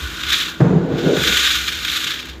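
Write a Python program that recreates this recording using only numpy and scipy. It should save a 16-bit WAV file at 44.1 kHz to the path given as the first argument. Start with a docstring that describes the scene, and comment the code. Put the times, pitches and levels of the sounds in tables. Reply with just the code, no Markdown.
"""Gravel slides in a round metal sieve, in a quietly humming room.
First comes one short toss: stones strike the mesh and the wall, and fine grit hisses through.
From 0.6 s, as the sieve swings round, handling thumps and rubs at the microphone.
From about 1 s the sieve is tilted for a long pour. Stones land singly and in clumps, making
the metal ring; the pour is loudest near 1.4 s and dies away by 2.4 s."""
import sys
import numpy as np
from scipy import signal
from scipy.fft import rfft, irfft, next_fast_len
from scipy.io import wavfile
from scipy.ndimage import map_coordinates

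SR = 44100
rng = np.random.default_rng(int(sys.argv[2]) if len(sys.argv) > 2 else 0)


def wrap_up_sound(samples):
    """Save the sound to the file named by the first command line argument, as 16-bit audio."""
    columns = np.atleast_2d(samples).T
    # keep every value between -1 and 1, then stretch to whole-number steps
    tamed = np.clip(columns, -1, 1)
    steps = np.round(tamed * 32767).astype(np.int16)
    wavfile.write(sys.argv[1], SR, steps)


N = 105840
T = np.arange(N) / SR


def amp(db):
    """Turn decibels into a number to multiply by."""
    return 10 ** (np.asarray(db) / 20)


def unit(x):
    """Scale a sound to an average (rms) strength of 1."""
    return x / np.sqrt(np.mean(x ** 2) + 1e-20)


def curve(rows):
    """Join (seconds, value) points with straight lines."""
    return np.interp(T, *np.transpose(rows))


def wobble(per_s):
    """A smooth curve through per_s random values a second."""
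    return map_coordinates(rng.standard_normal(1000), [T * per_s + 2], mode="mirror")


def filtered(x, response):
    """Multiply each frequency in x by response(frequency)."""
    size = 2 * next_fast_len(N // 2 + SR // 4)
    return irfft(rfft(x, size) * response(np.fft.rfftfreq(size, 1 / SR)), size)[:N]


def coloured(x, points):
    """Give x a tone colour from (Hz, dB) points, at strength 1."""
    def response(hz):
        point_hz, db = np.transpose(points)
        gain = amp(np.interp(np.log(hz + 1), np.log(point_hz + 1), db))
        # keeping half the cepstrum makes each hit sound after its impact, never before
        cepstrum = irfft(np.log(gain))
        half = len(cepstrum) // 2
        return np.exp(rfft(2 * cepstrum[:half], 2 * half))
    return unit(filtered(x, response))


def ringing(x, modes):
    """Let x ring at (Hz, width, dB) pitches, at strength 1; narrow ones ring longer."""
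    def response(hz):
        total = 0
        for pitch, width, db in modes:
            resonance = 1j * hz * width / (pitch ** 2 - hz ** 2 + 1j * hz * width)
            steep_sides = (2 * hz * pitch / (hz ** 2 + pitch ** 2)) ** 3
            total += amp(db) * steep_sides * resonance
        return total
    return unit(filtered(x, response))


def contacts(per_s, spread_db):
    """Tiny clicks at random times and of random sizes, at strength 1."""
    hit = rng.random(N) < per_s / SR
    size = amp(spread_db * np.clip(rng.standard_normal(N), -2, 2))
    return unit(hit * size * rng.choice([-1, 1], N))


def burst(start, rise, length, fall):
    """A level that rises to 1, holds until length and dies away; times in seconds."""
    t = T - start
    return np.clip(t / rise, 0, 1) * np.exp(-np.maximum(t - length, 0) / fall)


def echoes(x, fade_s=0.11, echo_db=-10):
    """Add short echoes from the pan below and the floor."""
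    t = T[:SR // 2]
    tail = rng.standard_normal(len(t)) * amp(-60 * t / fade_s)
    echo = signal.fftconvolve(x, tail / np.linalg.norm(tail))[:N]
    return (x + amp(echo_db) * echo) / np.hypot(1, amp(echo_db))


# The room's hum. Each row: pitch in Hz, level in dB.
HUM_TONES = [(248, -47), (323, -43.5)]
# A low rumble. Each row: time in seconds, level in dB.
RUMBLE_LEVEL = [(0, -33), (.06, -27), (.16, -39), (.28, -37), (.42, -43), (.52, -51), (.61, -35.5),
                (1.1, -43), (1.26, -29.5), (1.45, -40), (1.77, -36.5), (2.1, -48), (2.4, -34.5)]
# Tone of the rumble and of the room noise. Each row: frequency in Hz, relative level in dB.
RUMBLE_TONE = [(25, -35), (42, -20), (54, -4), (68, 6.5), (80, -12), (100, -13), (200, -58)]
ROOM_TONE = [(25, -34), (50, -14), (100, -3.5), (160, 2.5), (220, -2.5), (330, -1), (450, -5), (650, -13.5),
             (1200, -11.5), (4000, -20), (10000, -46), (15000, -50)]
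def background():
    """Steady room noise, a wavering hum and a rumble that comes and goes."""
    hum = sum(amp(db + wobble(8.9)) * np.sin(2 * np.pi * hz * T + .6 * wobble(8.7))
              for hz, db in HUM_TONES)
    rumble = amp(curve(RUMBLE_LEVEL)) * coloured(rng.standard_normal(N), RUMBLE_TONE)
    return hum + rumble + amp(-40.5) * coloured(rng.standard_normal(N), ROOM_TONE)


# Tone of the scuff and of the deep rubbing. Each row: frequency in Hz, relative level in dB.
SCUFF_TONE = [(150, -12), (400, -6), (700, 2), (1000, -12.5), (1600, -10), (2500, -26), (7000, -39),
              (9000, -45), (15000, -62)]
DEEP_RUB_TONE = [(50, -29.5), (95, -11.5), (125, 0.5), (170, 4), (230, -5), (330, -2.5), (470, -10),
                 (620, -14.5), (900, -19), (1500, -25), (3000, -41.5), (7000, -61), (8500, -80),
                 (15000, -89)]
# Deep and hollow rubbing. Each row: time in seconds, level in dB.
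DEEP_RUB_LEVEL = [(.592, -46), (.606, -12.5), (.7, -15), (.8, -20.5), (.88, -24), (.96, -19), (1.03, -26.5),
                  (1.07, -22), (1.13, -28), (1.17, -24.5), (1.21, -20.5), (1.25, -36), (1.31, -28),
                  (1.37, -47), (1.46, -62)]
HOLLOW_RUB_LEVEL = [(.59, -83), (.62, -24.5), (.72, -21), (.85, -26.5), (.92, -22), (1.02, -23),
                    (1.07, -12.5), (1.135, -13), (1.18, -21.5), (1.23, -30), (1.29, -26), (1.37, -35),
                    (1.46, -45), (1.55, -80)]
# The hollow ring. Each row: pitch in Hz, width in Hz, relative level in dB.
HOLLOW_RING = [(268, 18, -1.5), (338.5, 28, 0.5), (382, 18, -5.5), (424.3, 35, -4), (462.6, 14, -6.5),
               (550, 17, -26)]
# Soft thumps. Each row: start in seconds, peak level in dB, pitch in Hz.
SOFT_THUMPS = [(.613, -5.5, 153), (0.654, -7, 162), (0.754, -7, 163), (.828, -15, 167), (1.058, -13.5, 167)]
def handling():
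    """The first touch scuffs; then rubbing sticks and slips, from deep to hollow, among thumps."""
    touch = amp(-16.5) * burst(.603, rise=.0017, length=.004, fall=.018)
    scuff = touch * coloured(rng.standard_normal(N), SCUFF_TONE)
    slips = lambda: contacts(per_s=2500, spread_db=1.5)
    deep = amp(curve(DEEP_RUB_LEVEL)) * coloured(slips(), DEEP_RUB_TONE)
    hollow = amp(curve(HOLLOW_RUB_LEVEL)) * ringing(slips(), HOLLOW_RING)
    thumps = 0
    for start, db, hz in SOFT_THUMPS:
        shape = burst(start, rise=.0054, length=.02, fall=.0035)
        thumps += amp(db) * shape * np.sin(2 * np.pi * hz * (T - start))
    return scuff + deep + hollow + thumps


def gravel_hits():
    """The dense patter of gravel touching metal."""
    return contacts(per_s=5000, spread_db=1.5)


# Skating grit. Each row: time in seconds, level in dB.
SIZZLE_LEVEL = [(0, -56), (.4, -46), (.56, -58.5), (.66, -53), (.88, -62.5), (1.0, -51), (1.15, -40.5),
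                (1.4, -29.5), (1.7, -46.5), (2.0, -48), (2.4, -65)]
# Its high ring. Each row: pitch in Hz, width in Hz, relative level in dB.
SIZZLE_RING = [(6340, 290, -1), (6900, 220, -0.5)]
def sizzle():
    """Grit skates over the wires with a thin sizzle."""
    return amp(curve(SIZZLE_LEVEL)) * ringing(gravel_hits(), SIZZLE_RING)


# Sliding along the wall. Each row: time in seconds, level in dB.
SLIDE_LEVEL = [(0, -37), (.25, -39.5), (.5, -35.5), (.6, -56)]
# Its tone. Each row: frequency in Hz, relative level in dB.
SLIDE_TONE = [(600, -40), (900, -17.5), (1100, -2.5), (1450, -1.5), (1750, -3.5), (2400, -32), (6000, -69)]
def wall_slide():
    """Stones slide along the wall with a duller sound, mainly during the toss."""
    return amp(curve(SLIDE_LEVEL)) * coloured(gravel_hits(), SLIDE_TONE)


# How hard stones drive the wall. Each row: time in seconds, level in dB.
WALL_DRIVE = [(0, -35.5), (.2, -35.5), (.35, -34.5), (.55, -43.5), (.7, -48), (.85, -45.5), (1.08, -31.5),
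              (1.27, -25), (1.44, -29), (1.55, -31.5), (1.68, -35.5), (1.78, -46), (1.95, -39), (2.15, -51),
              (2.4, -60)]
# The wall's ring. Each row: pitch in Hz, width in Hz, relative level in dB.
WALL_RING = [(1452, 25, 1.5), (1492, 43, -5), (1585, 35, -15.5)]
def wall_ring():
    """Stones reach the round wall in uneven spurts and make it ring."""
    spurts_db = 2 * wobble(29.7)
    hits = contacts(per_s=400, spread_db=1.5)
    return amp(curve(WALL_DRIVE) + spurts_db) * ringing(hits, WALL_RING)


# The flow of stones and of grit. Each row: time in seconds, base level in dB.
STONE_FLOW = [(0, -32), (.18, -31.5), (.27, -26.5), (.33, -22), (.41, -21.5), (.5, -29.5), (.58, -42.5),
              (.8, -49.5), (.9, -43.5), (1.0, -33.5), (1.14, -28.5), (1.25, -21), (1.45, -16.5),
              (1.56, -20.5), (1.65, -26.5), (1.8, -27.5), (1.96, -22), (2.02, -25), (2.14, -28.5),
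              (2.25, -35.5), (2.31, -37.5), (2.4, -55)]
GRIT_FLOW = [(0.0, -41.5), (0.2, -43), (0.31, -41), (0.33, -32.5), (0.5, -40.5), (0.56, -54), (0.78, -77),
             (1.06, -49), (1.14, -49), (1.16, -40), (1.28, -30.5), (1.46, -30), (1.8, -39.5), (1.98, -32.5),
             (2.31, -56.5), (2.4, -67)]
# Clumps landing. Each row: start in seconds, length in seconds, stone level in dB, grit level in dB.
LANDING_CLUMPS = [(0.207, 0.0078, -28.5, -48), (0.232, 0.0033, -20, -39), (.284, 0.016, -24.5, -35),
                  (0.301, .006, -19, -28), (0.318, 0.015, -15.5, -34), (0.336, 0.0079, -15.5, -50),
                  (.381, 0.0052, -31, -27.5), (0.486, 0.0031, -27.5, -46), (0.978, 0.019, -29.5, -55),
                  (1.163, 0.0067, -23.5, -42), (1.231, 0.0084, -19.5, -29.5), (1.27, 0.014, -16, -33),
                  (1.321, .006, -16.5, -35), (1.367, 0.0063, -15, -25), (1.391, .005, -17.5, -37),
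                  (1.447, 0.0068, -16, -54), (1.471, 0.0047, -22, -38), (1.551, 0.0061, -15.5, -29),
                  (1.675, 0.016, -20, -38), (1.721, 0.0063, -22, -45), (1.846, 0.0051, -20, -32),
                  (1.878, 0.0082, -21, -39), (1.956, 0.013, -23, -33), (2.039, 0.0068, -22.5, -31),
                  (2.068, 0.01, -19, -39), (2.102, 0.0094, -23, -34), (2.115, 0.012, -22.5, -47),
                  (2.135, 0.0095, -24.5, -40), (2.188, 0.015, -29.5, -44), (2.252, 0.0056, -35.5, -45),
                  (2.283, 0.018, -33.5, -48)]
# Tone of stones and of grit on the mesh. Each row: frequency in Hz, relative level in dB.
STONE_TONE = [(200, -28), (700, -31.5), (950, -24), (1200, -6.5), (1500, -3), (1900, -4), (2700, -4),
              (3200, -1), (3700, 0), (4400, -8.5), (5500, -15.5), (7000, -15.5), (8500, -33.5),
              (11000, -32), (15000, -25)]
GRIT_TONE = [(1000, -40), (3000, -4), (5000, 4.5), (6900, 8.5), (8500, 0), (10000, -3.5), (12000, 0.5),
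             (13500, 3), (14500, -3), (15500, -20)]
# The mesh's ring. Each row: pitch in Hz, width in Hz, relative level in dB.
MESH_RING = [(2035, 26, 1), (2310, 26, -5.5), (2720, 20, -4), (3138, 49, 3), (3463, 55, 6), (3576, 150, 5),
             (3716, 90, 1), (3965, 56, -1.5)]
def gravel_on_mesh():
    """Jostling stones strike the mesh and make it ring, while fine grit runs through."""
    jostle = amp(1.1 * wobble(110))
    stone_power = (amp(curve(STONE_FLOW)) * jostle) ** 2
    grit_power = (amp(curve(GRIT_FLOW) + 0.5) * jostle) ** 2
    for start, length, stone_db, grit_db in LANDING_CLUMPS:
        shape = burst(start, rise=.0037, length=length, fall=.0054)
        stone_power += (amp(stone_db) * shape) ** 2
        grit_power += (amp(grit_db) * shape) ** 2
    force = np.sqrt(stone_power)
    ring_share = amp(-5) * (force / amp(-20)) ** .3  # harder blows ring the mesh more
    ring = ring_share * ringing(gravel_hits(), MESH_RING)
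    stones = force * (coloured(gravel_hits(), STONE_TONE) + ring)
    grit = np.sqrt(grit_power) * coloured(contacts(per_s=8000, spread_db=4.5), GRIT_TONE)
    return stones + grit


def scene():
    """Sieve, handling and room in one channel."""
    sieve = echoes(gravel_on_mesh() + wall_slide()) + wall_ring() + sizzle()
    return (sieve + handling() + background())[None]


def record(dry):
    """The microphone drops the deepest bass, rounds off big peaks and cuts the highest treble."""
    lowest_hz, highest_hz, ceiling = 42, 15520, .8
    thinned = signal.sosfilt(signal.butter(4, lowest_hz, "high", fs=SR, output="sos"), dry[0])
    rounded = thinned / (1 + np.abs(thinned / ceiling) ** 6) ** (1 / 6)
    return filtered(rounded, lambda hz: hz < highest_hz)[None]


dry = scene()
out = record(dry)
wrap_up_sound(out)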